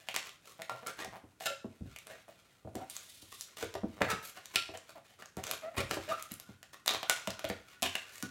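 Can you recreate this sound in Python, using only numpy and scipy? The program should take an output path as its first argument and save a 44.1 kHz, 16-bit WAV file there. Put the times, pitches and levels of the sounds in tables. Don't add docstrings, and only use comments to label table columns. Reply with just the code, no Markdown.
import sys
import numpy as np
from scipy import signal
from scipy.fft import rfft, irfft
from scipy.io import wavfile
from scipy.ndimage import uniform_filter1d, map_coordinates

SR = 44100
rng = np.random.default_rng(int(sys.argv[2]) if len(sys.argv) > 2 else 0)


def dump_mix(stems):
    frames = np.atleast_2d(stems).T
    limited = np.clip(frames, -1, 1)
    pcm = np.round(limited * 32767).astype(np.int16)
    wavfile.write(sys.argv[1], SR, pcm)


N = 366030
TAPS = 2048
BINS = np.maximum(np.fft.rfftfreq(TAPS, 1 / SR), 1)


def snaps(gentle_db=-21, chatter=0.4, chatter_s=0.0013, low_cut_hz=260):
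    # start_s, level_db, taut_db, patch_hz
    releases = [(0.0868, -6.5, -6.5, 3050), (0.1426, -8, -6.5, 1080), (0.1499, -9.5, -5, 2670),
                (0.1626, 2.5, -2, 2340), (0.1868, -22, -7, 2540), (0.2707, -20, -5, 2500),
                (0.2928, -23.5, -4.5, 3040), (0.6192, -11.5, -3, 2000), (0.696, -9, -8.5, 1010),
                (0.871, -21.5, 11.5, 1400), (1.047, -11.5, -5, 730), (1.4071, -16, -9.5, 730),
                (1.962, -18.5, -4, 2380), (1.987, -27, 4, 2400), (2.0697, -20.5, -6, 9500),
                (2.7541, -18.5, 1.5, 910), (2.899, -22.5, 2.5, 9860), (2.966, -15, 1, 6770),
                (3.41, -19, 4.5, 5600), (3.6268, -6, -8.5, 1800), (3.7401, -16, -7.5, 5270),
                (3.7529, -12, -11, 674), (4.0183, 3, -10, 1650), (4.457, -21, 0.5, 6000),
                (4.5581, 4, 1.5, 3750), (4.7738, -19.5, -5, 7600), (5.2228, -18.5, -10.5, 1510),
                (5.258, -25.5, -6.5, 6460), (5.369, -19, -1.5, 820), (5.4389, -10, 1, 910),
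                (5.4678, -12.5, -5, 6460), (5.5124, -1.5, -2, 11800), (5.9108, 0, -4.5, 1400),
                (6.2251, -19.5, 9, 1250), (6.3188, -25.5, 7.5, 12300), (6.3398, -35.5, 11.5, 11400),
                (6.3994, -21, -1, 12600), (6.6295, -21.5, -5, 1820), (6.8611, -9.5, -3, 9860),
                (6.8734, -9, -5, 7200), (6.8787, 6, 1, 3900), (6.8918, 0, -3.5, 3380),
                (6.909, -4, -8, 5500), (6.9371, -10, -2.5, 700), (6.9474, -5.5, -8, 3800),
                (7.03, -4.5, -11, 3470), (7.0972, 10.5, -1.5, 9100), (7.2739, -3.5, -4, 955),
                (7.3046, -10.5, -3.5, 5100), (7.3933, -11, -5.5, 1300), (7.4436, -6.5, -10, 610),
                (7.4509, -11, -7, 3260), (7.5, -6, -9, 2080), (7.8229, -9.5, 4.5, 2720),
                (7.8291, -7, 7.5, 3100), (7.954, -1.5, -4.5, 1640), (8.226, -9.5, 2, 1080)]
    out, t = np.zeros(N), clock(0.011)
    for s, db, taut_db, patch_hz in releases:
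        drive = chatter * rng.standard_normal(len(t)) * np.exp(-t / chatter_s * 2 ** (taut_db / 12))
        drive[0] = -1
        spectrum = rfft(drive)
        drive = irfft(spectrum / np.sqrt(abs(spectrum)), len(t))
        drive /= np.linalg.norm(drive)
        tilt = stretch(taut_db, db - gentle_db)
        add(out, s, skin(drive, db, *tilt, patch_hz, patch_db=8, octaves=0.25))
    return signal.lfilter(*signal.butter(2, low_cut_hz, "high", fs=SR), out)


def rubs(gentle_db=-53, judder_db=5, catches_per_s=260, soft_hz=2500):
    # start_s, length_s, level_db, taut_db, patch_hz
    strokes = [(0.452, .11, -58, -1, 1090), (0.862, 0.048, -41, -7, 1430), (0.969, 0.079, -42, -6, 1770),
               (1.4, 0.12, -49.5, 0.5, 2080), (1.457, 0.019, -27.5, 2.5, 764), (2.06, 0.14, -55, -8, 2110),
               (2.752, 0.098, -55.5, -14.5, 755), (3.319, 0.01, -45.5, 1, 1120),
               (3.566, 0.096, -44.5, -1, 686), (4.098, 0.028, -31.5, 0.5, 2070),
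               (4.225, 0.091, -50.5, 2.5, 12500), (4.537, 0.04, -40.5, -3.5, 2300),
               (4.736, 0.026, -47.5, -9, 2860), (4.878, 0.045, -54.5, -3.5, 1070),
               (5.184, 0.057, -57.5, -7, 1400), (5.432, 0.15, -44, -5, 6800),
               (5.766, 0.056, -31, -6.5, 9300), (5.894, 0.087, -41, -1, 1180), (6.077, 0.061, -39, -7, 616),
               (6.73, 0.024, -49, -3.5, 1420), (6.89, 0.085, -42, -8, 3880),
               (7.486, 0.017, -47, 2.5, 12100), (7.825, 0.052, -31, -2.5, 2970),
               (8.112, 0.13, -56, 2.5, 1990)]
    out = np.zeros(N)
    for s, length, db, taut_db, patch_hz in strokes:
        count = len(clock(length))
        cycles = np.cumsum(catches_per_s * np.exp(0.45 * wander(count, catches_per_s))) / SR
        catches = signal.lfilter(*signal.butter(1, soft_hz, fs=SR), pulse_train(cycles))
        drive = slips(count, per_s=2200, spread_db=3.5) + 0.86 * catches
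        drive = np.tanh(unit_rms(drive) / 2) * amp(judder_db * wander(count, catches_per_s))
        drive = unit_rms(drive * stroke(count, skew=0.7, fullness=0.6))
        tilt = stretch(taut_db, db - gentle_db)
        add(out, s, skin(drive, db, *tilt, patch_hz, patch_db=6, octaves=0.18))
    return out


def creaks(gain_db=-3, gentle_db=-41, taut_db=-10, soft_hz=2300, jitter=0.08, uneven_db=3.5):
    # start_s, length_s, level_db, first_slips_per_s, last_slips_per_s, patch_hz
    strokes = [(0.587, 0.046, -48, 157, 180, 664), (0.7, 0.073, -47.5, 108, 134, 594),
               (0.822, 0.035, -49, 222, 254, 524), (1.122, 0.051, -44.5, 152, 196, 880),
               (2.279, 0.023, -52.5, 380, 280, 605), (3.959, 0.038, -50.5, 80, 103, 424),
               (4.004, 0.016, -31.5, 310, 220, 557), (4.03, 0.046, -38.5, 140, 130, 560),
               (4.085, 0.056, -30, 415, 450, 1300), (4.369, 0.0131, -46.5, 336, 410, 1520),
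               (4.95, 0.045, -51, 367, 206, 720), (5.369, 0.037, -43, 210, 160, 680),
               (5.619, 0.04, -49.5, 305, 180, 2300), (5.742, 0.021, -41.5, 250, 290, 2250)]
    out = np.zeros(N)
    for s, length, db, first_per_s, last_per_s, patch_hz in strokes:
        count = len(clock(length))
        cycles = glide(count, first_per_s, last_per_s, jitter, per_s=first_per_s)
        pulses = pulse_train(cycles)
        pulses = signal.lfilter(*signal.butter(2, soft_hz, fs=SR), pulses - pulses.mean())
        grit = 0.5 * (1 - cycles % 1) ** 2 * rng.standard_normal(count)
        pressure = amp(uneven_db * wander(count, first_per_s)) * stroke(count, skew=0.71, fullness=0.26)
        drive = (pulses + grit) * pressure
        tilt = stretch(taut_db, db - gentle_db)
        add(out, s, skin(drive, db + gain_db, *tilt, patch_hz, patch_db=7, octaves=0.27))
    return out


def squeaks(jitter=0.028, flutter_db=3, rasp_db=-18):
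    # start_s, length_s, level_db, first_hz, last_hz,
    # overtone_db_per_octave
    chirps = [(1.498, 0.029, -42.5, 575, 537, -39), (4.559, 0.0034, -24.5, 2340, 3020, -12),
              (5.625, 0.08, -45, 631, 671, -11), (6.112, 0.018, -33, 1196, 1276, -21),
              (6.121, 0.04, -43, 1306, 1385, -17), (6.161, 0.0485, -51, 1405, 1250, -23),
              (6.226, 0.039, -60, 1236, 1300, -22), (7.952, 0.0043, -31.5, 2850, 2660, -23)]
    out = np.zeros(N)
    for s, length, db, first_hz, last_hz, slope_db in chirps:
        count = len(clock(length))
        cycles = glide(count, first_hz, last_hz, jitter, per_s=493)
        tone = sum(amp(slope_db * np.log2(k)) * np.sin(2 * np.pi * k * cycles) for k in range(1, 4))
        rasp = amp(rasp_db) * unit_rms(wander(count, 6000) * (cycles % 1))
        swell = stroke(count, skew=0.99, fullness=0.78) * amp(flutter_db * wander(count, 242))
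        add(out, s, amp(db) * unit_rms((tone + rasp) * swell))
    return out


def skin(drive, db, bass_db, treble_db, patch_hz, patch_db, octaves):
    # frequency_hz, gain_db
    response = [(40, -12), (130, -1.5), (300, -10), (620, -2), (1000, -2.5), (1450, -2), (1900, -2),
                (2900, -1.5), (3900, 1), (5000, -1), (7000, 2), (9800, -2.5), (12000, -2), (16000, -9)]
    tilt = over_frequency([(650, bass_db), (2400, 0), (8500, treble_db)], BINS)
    patch = patch_db * np.exp(-0.5 * (np.log2(BINS / patch_hz) / octaves) ** 2)
    return colour(drive, db + tilt + patch + over_frequency(response, BINS))


def stretch(taut_db, force_db):
    return -taut_db - 0.15 * force_db, taut_db - 0.31 * force_db


def pinch(x, echo_s=0.001, shift=0.3, shifts_per_s=22, reflection=-0.6, dull_hz=2200):
    earlier = np.arange(N) - echo_s * SR * np.exp(shift * wander(N, shifts_per_s))
    out = echo = x
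    for _ in range(3):
        delayed = map_coordinates(echo, [earlier], order=1)
        echo = reflection * signal.lfilter(*signal.butter(1, dull_hz, fs=SR), delayed)
        out = out + echo
    return out * np.std(x) / np.std(out)


def bumps(wave_db=-4, main_db=-1.5, second_db=-6, sway_hz=95):
    # start_s, energy_db, main_hz, second_hz
    knocks = [(1.047, -24, 680, 443), (1.076, -25, 129, 186), (1.237, -27.5, 253, 454),
              (1.643, -14.5, 230, 435), (1.808, -13, 154, 101), (1.856, -21, 139, 215),
              (2.648, -19, 112, 560), (2.673, -22, 654, 217), (2.75, -12.5, 370, 232),
              (3.226, -31, 334, 296), (3.625, -9.5, 474, 302), (3.751, -11, 592, 447),
              (3.833, -6.5, 221, 327), (4.0137, 2.5, 561, 300), (4.127, -16, 191, 424),
              (4.689, -20, 397, 690), (5.37, -12.5, 147, 424), (5.775, -8, 105, 388),
              (5.835, -17, 123, 190), (5.906, -13, 346, 108), (5.969, -9.5, 353, 650),
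              (6.315, -20.5, 186, 126.6), (6.49, -23, 200, 296), (7.2738, -12, 660, 191),
              (7.442, -11, 602, 297), (7.499, -10.5, 484, 189), (7.824, -9.5, 709, 237),
              (8.23, -15, 255, 177)]
    out = np.zeros(N)
    for s, db, main_hz, second_hz in knocks:
        add(out, s, amp(db + wave_db) * bending_wave(1.31 * np.sqrt(main_hz * second_hz)))
        add(out, s, amp(db + main_db) * wobble(main_hz) + amp(db + second_db) * wobble(second_hz))
        add(out, s, amp(0.6 * db - 15) * wobble(sway_hz, rise_cycles=2, fade_s=0.014, waver=0.038))
    return out


def bending_wave(centre_hz, first_s=0.004488, trip_s=0.0082, reflection=0.58, reference_hz=300):
    hz = np.fft.rfftfreq(4 * TAPS, 1 / SR) + 1
    band = np.exp(-0.5 * np.log2(hz / centre_hz) ** 2) / np.sqrt(hz)
    delays_s = first_s + trip_s * np.arange(4) * rng.uniform(0.731, 1.3, 4)
    passes = sum(reflection ** k * np.exp(-4j * np.pi * delay * np.sqrt(hz * reference_hz))
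                 for k, delay in enumerate(delays_s))
    wave = irfft(band * passes)
    return wave / np.linalg.norm(wave)


def wobble(hz, rise_cycles=1, fade_s=0.0076, waver=0.11, uneven_db=7.5, per_s=160):
    t = clock(4 * TAPS / SR)
    phase = 2 * np.pi * glide(len(t), hz, hz, waver, per_s)
    envelope = (1 - np.exp(-t * hz / rise_cycles)) * np.exp(-t / fade_s)
    wave = np.sin(phase) * envelope * amp(uneven_db * wander(len(t), per_s))
    return wave / np.linalg.norm(wave)


def plucked_bubble(t60_s=0.24, waver=0.018):
    # start_s, level_db, pitch_hz, overtones_db
    plucks = [(0.695, -40, 1373, -19), (1.472, -37.5, 1367, -26), (4.112, -36, 1285, -8),
              (4.561, -37, 1382, 2.5), (7.1, -29.5, 1450, -25), (8.229, -42, 1472, -27)]
    # pitch_ratio, level_db
    modes = [(2.072, -3), (2.172, -17), (2.75, -9), (3.861, -8)]
    out, t = np.zeros(N), clock(0.34)
    for s, db, hz, overtones_db in plucks:
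        phase = 2 * np.pi * glide(len(t), hz, hz, waver, per_s=300)
        overtones = sum(amp(overtones_db + mode_db) * np.sin(ratio * phase) for ratio, mode_db in modes)
        add(out, s, amp(db - 60 * t / t60_s) * (np.sin(phase) + overtones))
    return out


def brushed_bubble(hz=1435, stage_q=17):
    # time_s, level_db
    levels = [(6.25, -85), (6.48, -63), (6.6, -78), (7.0, -70), (7.12, -48), (7.25, -62), (7.5, -54),
              (7.68, -86), (7.78, -60), (7.84, -90)]
    resonator = np.concatenate(signal.iirpeak(hz, stage_q, SR))
    air = signal.sosfilt([resonator, resonator], rng.standard_normal(N))
    return unit_rms(air) * amp(over_time(levels))


def tube_air(x, q=45):
    # frequency_hz, gain_db
    modes = [(525, -11), (655, -9), (1430, -9), (2860, -14)]
    return sum(amp(db) * signal.lfilter(*signal.iirpeak(hz, q, SR), x) for hz, db in modes)


def peeling(rubbing, gain_db=-27, tick_s=0.0004, low_cut_hz=4600):
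    effort = abs(uniform_filter1d(rubbing ** 2, size=1500)) ** 0.4
    releases = abs(slips(N, per_s=150, spread_db=4, cap=2.5))
    bursts = signal.fftconvolve(releases, np.exp(-clock(0.003) / tick_s))[:N]
    ticks = signal.lfilter(*signal.butter(2, low_cut_hz, "high", fs=SR), bursts * rng.standard_normal(N))
    return amp(gain_db) * effort * unit_rms(ticks)


def grip(gain_db=-7, clump_db=5, clumps_per_s=35):
    # time_s, level_db
    levels = [(0.0, -58), (.27, -49), (.34, -66.5), (0.99, -64), (1.25, -69.5), (2.0, -62.5), (2.5, -64.5),
              (3.5, -63.5), (4.29, -55), (4.348, -54.5), (5.08, -66.5), (5.7, -61.5), (6.1, -48.5),
              (6.55, -67.5), (6.82, -67), (7.049, -51.5), (7.7, -66.5), (8.06, -49.5), (8.3, -56.5)]
    drive = slips(N, per_s=900, spread_db=4, cap=2)
    crackle = skin(drive, db=0, bass_db=0, treble_db=-8, patch_hz=1700, patch_db=4, octaves=1)[:N]
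    pressure_db = over_time(levels) + clump_db * wander(N, clumps_per_s)
    return unit_rms(crackle) * amp(gain_db + pressure_db)


def sleeve(flutter_db=3.5, flutter_per_s=90):
    # time_s, level_db
    levels = [(2.88, -100), (2.901, -51.5), (3.04, -63), (3.15, -57.5), (3.29, -63), (3.38, -59),
              (3.415, -53), (3.48, -72), (3.6, -95)]
    # frequency_hz, level_db
    spectrum = [(300, -21), (2500, -1), (3600, 7), (5200, 2.5), (11000, 3), (16000, -6)]
    return noise(spectrum) * amp(over_time(levels) + flutter_db * wander(N, flutter_per_s))


def room(x, build_s=0.0019):
    # frequency_hz, level_db, t60_s
    bands = [(89.5, 1.5, 0.35), (402, -4, 0.27), (1190, -2, 0.39), (2800, -1, 0.36), (6050, -3.5, 0.39),
             (14700, -9.5, 0.25)]
    t = clock(0.6)
    reflections = rng.standard_normal(len(t)) * (rng.random(len(t)) < 0.12)
    reflections *= 1 - np.exp(-(t / build_s) ** 2)
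    hz, frame_s, spectra = signal.stft(unit_rms(reflections), SR, nperseg=256)
    t60_s = over_frequency(bands, hz, column=2)[:, None]
    unit_energy = np.sqrt(2 * np.log(1000) / (t60_s * SR))
    decay = amp(over_frequency(bands, hz)[:, None] - 60 * frame_s / t60_s)
    tail = signal.istft(spectra * unit_energy * decay, SR, nperseg=256)[1]
    return signal.fftconvolve(x, tail)[:N]


def still_air(level_db=-71):
    # frequency_hz, level_db
    spectrum = [(18, -38), (30, -8.5), (106, 2), (822, -13.5), (1430, -16.5), (1760, -31.5), (8980, -21),
                (16000, -32)]
    return amp(level_db) * noise(spectrum)


def slips(count, per_s, spread_db, cap=3.6):
    size = amp(spread_db * np.minimum(rng.exponential(1, count), cap)) * rng.choice([-1, 1], count)
    return unit_rms(size * (rng.random(count) < per_s / SR))


def stroke(count, skew, fullness):
    return unit_rms(abs(np.sin(np.pi * np.linspace(0, 1, count) ** skew)) ** fullness)


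def glide(count, first_hz, last_hz, jitter, per_s):
    return np.cumsum(np.linspace(first_hz, last_hz, count) * (1 + jitter * wander(count, per_s))) / SR


def pulse_train(cycles):
    return unit_rms(np.diff(np.floor(cycles), prepend=0))


def wander(count, per_s):
    position = np.arange(count) * per_s / SR
    knots = int(position[-1]) + 2
    return np.interp(position, np.arange(knots), rng.standard_normal(knots))


def noise(spectrum):
    return unit_rms(colour(rng.standard_normal(N), over_frequency(spectrum, BINS))[:N])


def colour(x, db):
    log_gain = np.log(amp(np.r_[db, db[-2:0:-1]]))
    minimum_phase = np.exp(signal.hilbert(log_gain).conj())
    return signal.fftconvolve(x, np.fft.ifft(minimum_phase).real)


def over_frequency(points, hz, column=1):
    table = np.transpose(points)
    return np.interp(np.log(hz + 1), np.log(table[0] + 1), table[column])


def over_time(points):
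    return np.interp(np.arange(N) / SR, *np.transpose(points))


def amp(db):
    return 10 ** (np.asarray(db) / 20)


def unit_rms(x):
    return x / np.sqrt(np.mean(x ** 2) + 1e-20)


def clock(length_s):
    return np.arange(max(int(length_s * SR), 16)) / SR


def add(mix, start_s, sound):
    part = mix[max(round(start_s * SR), 0):][:len(sound)]
    part += sound[:len(part)]


def scene(tone_wet=0.7):
    rubbing = pinch(rubs() + grip()) + creaks()
    contact = snaps() + rubbing + peeling(rubbing) + bumps() + sleeve()
    tones = squeaks() + plucked_bubble() + brushed_bubble() + tube_air(contact)
    return (contact + tones + room(contact + tone_wet * tones) + still_air())[None]


def record(dry, low_cut_hz=48, high_cut_hz=16300):
    thinned = signal.sosfilt(signal.butter(3, low_cut_hz, "high", fs=SR, output="sos"), dry)
    low_pass = signal.firwin(301, high_cut_hz, window=("kaiser", 9), fs=SR)
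    return signal.oaconvolve(thinned, low_pass[None], "same")


dry = scene()
out = record(dry)
dump_mix(out)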